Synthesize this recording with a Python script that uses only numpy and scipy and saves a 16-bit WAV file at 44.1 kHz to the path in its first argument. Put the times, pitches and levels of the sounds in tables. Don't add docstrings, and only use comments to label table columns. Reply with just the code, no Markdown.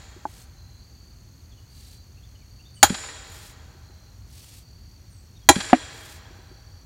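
import sys
import numpy as np
from scipy import signal
from scipy.fft import rfft, irfft
from scipy.io import wavfile

SR = 44100
rng = np.random.default_rng(int(sys.argv[2]) if len(sys.argv) > 2 else 0)


def generate_wav(signal):
    frames = np.transpose(np.atleast_2d(signal))
    scaled = np.clip(frames, -1, 1) * 32767
    pcm = np.round(scaled).astype(np.int16)
    wavfile.write(sys.argv[1], SR, pcm)


N = 302085
T = np.arange(N) / SR
SHORT, LONG = T[:SR // 3], T[:2 * SR]

# start in seconds, steel gain in
# dB, log gain in dB, log tilt in dB per octave, wedge travel in seconds, off-centre from 0 to 1,
# ground thump in dB, echo gain in dB.
BLOWS = [(-.4, -5, 13, 9, 0.0058, .02, -20, -3), (2.829, -6.5, 14, 9, 0.011, 0, -14.5, 4),
         (5.489, -5, 21.5, 6, 0.021, 1, -15, 5)]
# Hz, t60 in seconds, dB struck square, dB struck off-centre.
STEEL_MODES = [(1000, .016, 5, 4), (1450, .018, 5, -1), (1650, .016, -3, 9), (1850, .016, 4, 2),
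               (2300, .016, -2, 3), (3270, .02, 9, 12), (3730, .018, 8, 3), (4030, .022, 9, 9),
               (4560, .022, 8, 7), (5090, .022, 6, 0), (5610, .022, 0, 4), (6430, .022, 3, -2),
               (6660, .025, -3, 2), (8750, .035, -3, 1), (9850, .025, -9, -7), (6945, .035, 13, 4),
               (7170, .03, 8, 9), (10690, .05, 2, 0), (13740, .09, -6, -22)]
# Hz at pitch factor 1, dB before the tilt, t60 in seconds.
LOG_MODES = [(308, -7, 0.057), (376, -15.5, 0.083), (691, -15.5, 0.048), (862.3, 0, 0.031),
             (1080, -20, .022), (1520, -11.5, .022)]
# frequency in Hz, relative density in dB.
CRACK_SPECTRUM = [(100, -8.5), (500, -8.5), (900, 6.5), (1250, -5.5), (1700, 1.5), (2600, -5.5),
                  (4500, -7.5), (7000, -2.5), (10000, -14.5), (12000, -16), (16000, -24)]
# start in seconds, gain in dB, log pitch factor,
# log tilt in dB per octave, contact cut-off in Hz.
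HEAD_DROPS = [(0.2534, -15, 0.99, 6, 1260), (5.7304, 5.5, 0.838, -1.1, 967)]
# start in seconds, gain in dB.
SOFT_BUMPS = [(0.162, -30.5), (3.748, -36), (3.896, -36.5), (6.306, -35), (6.386, -34.5), (6.512, -31.5)]
# delay in seconds, gain in dB.
ECHOES = [(.066, -29.5), (0.113, -27), (.153, -40), (.207, -36), (0.257, -36)]
# frequency in Hz, gain in dB.
TREE_LINE_DB = [(100, -81.5), (300, -70.5), (550, -67.5), (815, -79), (1300, -70), (3000, -69), (5000, -70),
                (7000, -63), (10500, -58), (12000, -69), (15000, -74.5)]
# frequency in Hz, t60 in seconds.
TREE_LINE_T60 = [(100, 0.5), (800, 3.5), (2000, 2.2), (4000, 1.96), (7000, 1.5), (10000, .8), (15000, .8)]
# centre in Hz, width in Hz, pulses per second,
# pulse depth from 0 to 1, level in dB at the start, level in dB at the end.
FAR_CHORUSES = [(4548, 720, 88, 1, -72, -69), (4391, 420, 77, 0.6, -65, -65.5),
                (5780, 510, 48, .7, -73.5, -66), (6390, 600, 24, 0.2, -66, -72.5),
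                (6880, 540, 38, .6, -72.5, -74)]
# pitch in Hz, level in dB at time zero,
# fading in dB per second, trill length in seconds, trill starts in seconds.
NEAR_CRICKETS = [(4090, -62.5, 1, .3, (.558, 1.735, 3.85, 6.33)),
                 (4560, -61.5, .2, .36, (.79, 1.69, 2.5, 4.62, 6.48))]
# start in seconds, end in seconds, level in dB.
KATYDID_BUZZES = [(0.23, 0.468, -52), (1.665, 1.997, -55), (3.24, 3.544, -48.5), (4.257, 4.641, -51),
                  (5.89, 6.204, -50)]
# frequency in Hz, relative density in dB.
KATYDID_SPECTRUM = [(1500, -6.5), (3200, 3), (4500, 3.5), (6000, 2.5), (9000, 3.5), (10500, -1),
                    (12000, 0.5), (16000, -2.5)]
# start in seconds, starting pitch in Hz, glide of each note in
# octaves, level of the second note in dB.
BIRD_CALLS = [(1.51, 3550, -0.11, -59), (2.165, 2470, .2, -55.5), (2.345, 3170, -0.18, -60),
              (2.589, 2580, .2, -52.5), (2.763, 3090, -.12, -53), (5.356, 3760, -0.082, -57.5)]
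# start in seconds, length in seconds, gain in dB.
BIRD_SLURS = [(2.735, 0.052, -51), (5.083, .11, -58)]
# frequency in Hz, relative density in dB.
AIR_SPECTRUM = [(15, -49.5), (25, -27.5), (35, -15), (52, 0), (80, -0.5), (110, -3.5), (160, -15),
                (250, -20), (500, -30.5), (1200, -34.5), (3000, -38), (8000, -41.5), (10400, -45),
                (12000, -41), (16000, -39)]


def hammering(response, ground_hz=78, ground_t60=.12):
    out = np.zeros(N)
    thump = np.sin(2 * np.pi * ground_hz * SHORT) * dying(SHORT, ground_t60)
    snap = from_db(40) * filtered(signal.unit_impulse(len(SHORT)), 4500, "low")
    for s, steel_db, log_db, tilt_db, travel_s, off_centre, thump_db, echo_db in BLOWS:
        ring = steel_ring(off_centre)
        push = (SHORT / travel_s) ** 2 * np.exp(1 - (SHORT / travel_s) ** 2)
        boom = push * from_db(log_db) * log_ring(pitch=.95, tilt_db=tilt_db, cut_hz=2000)
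        body = boom + from_db(thump_db) * thump
        add(out, s, from_db(steel_db) * clang(ring) + body)
        outgoing = from_db(steel_db) * (ring + snap) + body
        add(out, s, from_db(echo_db) * signal.fftconvolve(outgoing, response))
    return out


def steel_ring(off_centre):
    return sum(from_db(square_db + off_centre * (edge_db - square_db)) * mode(hz, t60)
               for hz, t60, square_db, edge_db in STEEL_MODES)


def clang(ring, crack_db=17, crack_t60=.018, firewood_db=-15):
    out = ring + from_db(crack_db) * noise(CRACK_SPECTRUM, len(SHORT)) * dying(SHORT, crack_t60)
    firewood = filtered(scatter(t60=.1), 9000, "low")
    add(out, .004, from_db(firewood_db) * signal.fftconvolve(out, firewood))
    return out


def log_ring(pitch, tilt_db, cut_hz):
    pivot_hz = LOG_MODES[3][0]
    ring = sum(from_db(db + tilt_db * np.log2(hz / pivot_hz)) * mode(hz * pitch, t60)
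               for hz, db, t60 in LOG_MODES)
    return filtered(ring, cut_hz, "low", order=6)


def log_knocks(response, rock_delay_s=.074, rock_db=2, settle_s=.021, settle_db=-8.5, echo_db=-10):
    rock = log_ring(pitch=.668, tilt_db=8, cut_hz=306)
    bump = log_ring(pitch=1.2, tilt_db=-.5, cut_hz=370)
    knocks = []
    for s, *_ in BLOWS:
        landing = s + rock_delay_s
        knocks += [(landing, rock_db, rock), (landing + settle_s, settle_db, rock)]
    knocks += [(s, db, log_ring(*contact)) for s, db, *contact in HEAD_DROPS]
    knocks += [(s, db, bump) for s, db in SOFT_BUMPS]
    out = np.zeros(N)
    for s, db, ring in knocks:
        add(out, s, from_db(db) * ring)
        add(out, s, from_db(db + echo_db) * signal.fftconvolve(ring, response))
    return out


def head_clacks(base_db=-25, hardness=2.25, t60=.051):
    out = np.zeros(N)
    for s, db, *_ in HEAD_DROPS:
        clack = rms_one(filtered(rng.standard_normal(len(SHORT)), [1200, 2300], "band", order=3))
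        add(out, s, from_db(base_db + hardness * db) * clack * dying(SHORT, t60))
    return out


def meadow_response(build_s=.06, echo_rise_s=.0066):
    response = np.zeros(len(LONG))
    edges = np.geomspace(70, 17000, 25)
    for low, high in zip(edges, edges[1:]):
        hz = np.sqrt(low * high)
        band = filtered(rng.standard_normal(len(LONG)), [low, high], "band")
        response += band * from_db(at_hz(TREE_LINE_DB, hz)) * dying(LONG, at_hz(TREE_LINE_T60, hz))
    response *= 1 - np.exp(-LONG / build_s)
    for delay, db in ECHOES:
        echo = scatter(t60=.038) * (1 - np.exp(-SHORT / echo_rise_s))
        add(response, delay, from_db(db) * filtered(echo, [700, 5000], "band"))
    return response


def near_crickets(pulses_per_s=39, depth=.65, fade_s=.016, spread_hz=18, wander_hz=40):
    out = np.zeros(N)
    for hz, db, fading_db, length, starts in NEAR_CRICKETS:
        t = T[:int(length * SR)]
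        pulses = 1 - depth * np.cos(2 * np.pi * pulses_per_s * t)
        fade = np.clip(np.minimum(t, t[-1] - t) / fade_s, 0, 1)
        for start in starts:
            wander = wander_hz * flutter(100, SR)[:len(t)]
            pitch = hz + spread_hz * rng.standard_normal() + wander
            add(out, start, from_db(db - fading_db * start) * rms_one(pulses * fade * tone(pitch)))
    return out


def katydid(swell_s=.12, stop_s=.052, rasp_db=1.6):
    level = sum(from_db(db) * np.clip(np.minimum((T - start) / swell_s, (end - T) / stop_s), 0, 1)
                for start, end, db in KATYDID_BUZZES)
    rasp = from_db(rasp_db * flutter(60, N))
    return level * rasp * noise(KATYDID_SPECTRUM, N)


def bird(note_s=.031, note_every_s=.06, step_glides=1.9, louder_db_per_octave=9.5):
    calls, slurs = np.zeros(N), np.zeros(N)
    for s, hz, octaves, db in BIRD_CALLS:
        step = step_glides * octaves
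        for k in range(2):
            note = whistle(hz * 2 ** (k * step), octaves, note_s)
            add(calls, s + k * note_every_s, from_db(db + louder_db_per_octave * step * (k - 1)) * note)
    for s, length, db in BIRD_SLURS:
        add(slurs, s, from_db(db) * whistle(hz=9800, octaves=-.43, length_s=length))
    call_blur = from_db(-5) * signal.fftconvolve(calls, scatter(t60=.48))[:N]
    slur_blur = from_db(-1) * signal.fftconvolve(slurs, scatter(t60=.5))[:N]
    return calls + call_blur + from_db(-6) * slurs + slur_blur


def whistle(hz, octaves, length_s, quaver_octaves=.031):
    along = np.linspace(0, 1, int(length_s * SR))
    quaver = quaver_octaves * flutter(180, SR)[:len(along)]
    return np.sin(np.pi * along) * tone(hz * 2 ** (octaves * along + quaver))


def far_crickets():
    out = np.zeros(N)
    for hz, width_hz, rate, depth, first_db, last_db in FAR_CHORUSES:
        band = filtered(rng.standard_normal(N), [hz - width_hz / 2, hz + width_hz / 2], "band", order=5)
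        strokes = 1 + depth * np.sin(2 * np.pi * (rate * T + rng.random()))
        out += from_db(np.linspace(first_db, last_db, N)) * rms_one(band * strokes)
    return out


def still_air(db=-47):
    return from_db(db) * noise(AIR_SPECTRUM, N)


def from_db(db):
    return 10 ** (np.asarray(db) / 20)


def rms_one(x):
    return x / np.sqrt(np.mean(x ** 2) + 1e-20)


def at_hz(points, hz):
    f, value = np.transpose(points)
    return np.interp(np.log(hz + 1), np.log(f), value)


def dying(t, t60):
    return np.exp(-np.log(1000) * t / t60)


def mode(hz, t60):
    return np.cos(2 * np.pi * hz * SHORT) * dying(SHORT, t60)


def tone(hz):
    return np.sin(2 * np.pi * np.cumsum(hz) / SR)


def add(track, s, sound):
    at = round(s * SR)
    sound, at = sound[max(-at, 0):], max(at, 0)
    track[at:at + len(sound)] += sound[:len(track) - at]


def filtered(x, hz, kind, order=2):
    return signal.sosfilt(signal.butter(order, hz, kind, fs=SR, output="sos"), x)


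def flutter(hz, size):
    return rms_one(filtered(rng.standard_normal(size), hz, "low"))


def noise(spectrum, size):
    gain = from_db(at_hz(spectrum, np.fft.rfftfreq(size, 1 / SR)))
    return rms_one(irfft(rfft(rng.standard_normal(size)) * gain, size))


def scatter(t60):
    spray = rng.standard_normal(len(SHORT)) * dying(SHORT, t60)
    return spray / np.linalg.norm(spray)


def scene():
    response = meadow_response()
    work = hammering(response) + log_knocks(response) + head_clacks()
    meadow = far_crickets() + near_crickets() + katydid() + bird() + still_air()
    return (work + meadow)[None]


def record(dry, ceiling=.99, soften_hz=13500, cutoff_hz=15800):
    clipped = ceiling * dry / (1 + (dry / ceiling) ** 8) ** (1 / 8)
    softened = filtered(clipped, soften_hz, "low", order=1)
    return signal.sosfilt(signal.ellip(10, .1, 80, cutoff_hz, fs=SR, output="sos"), softened)


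dry = scene()
out = record(dry)
generate_wav(out)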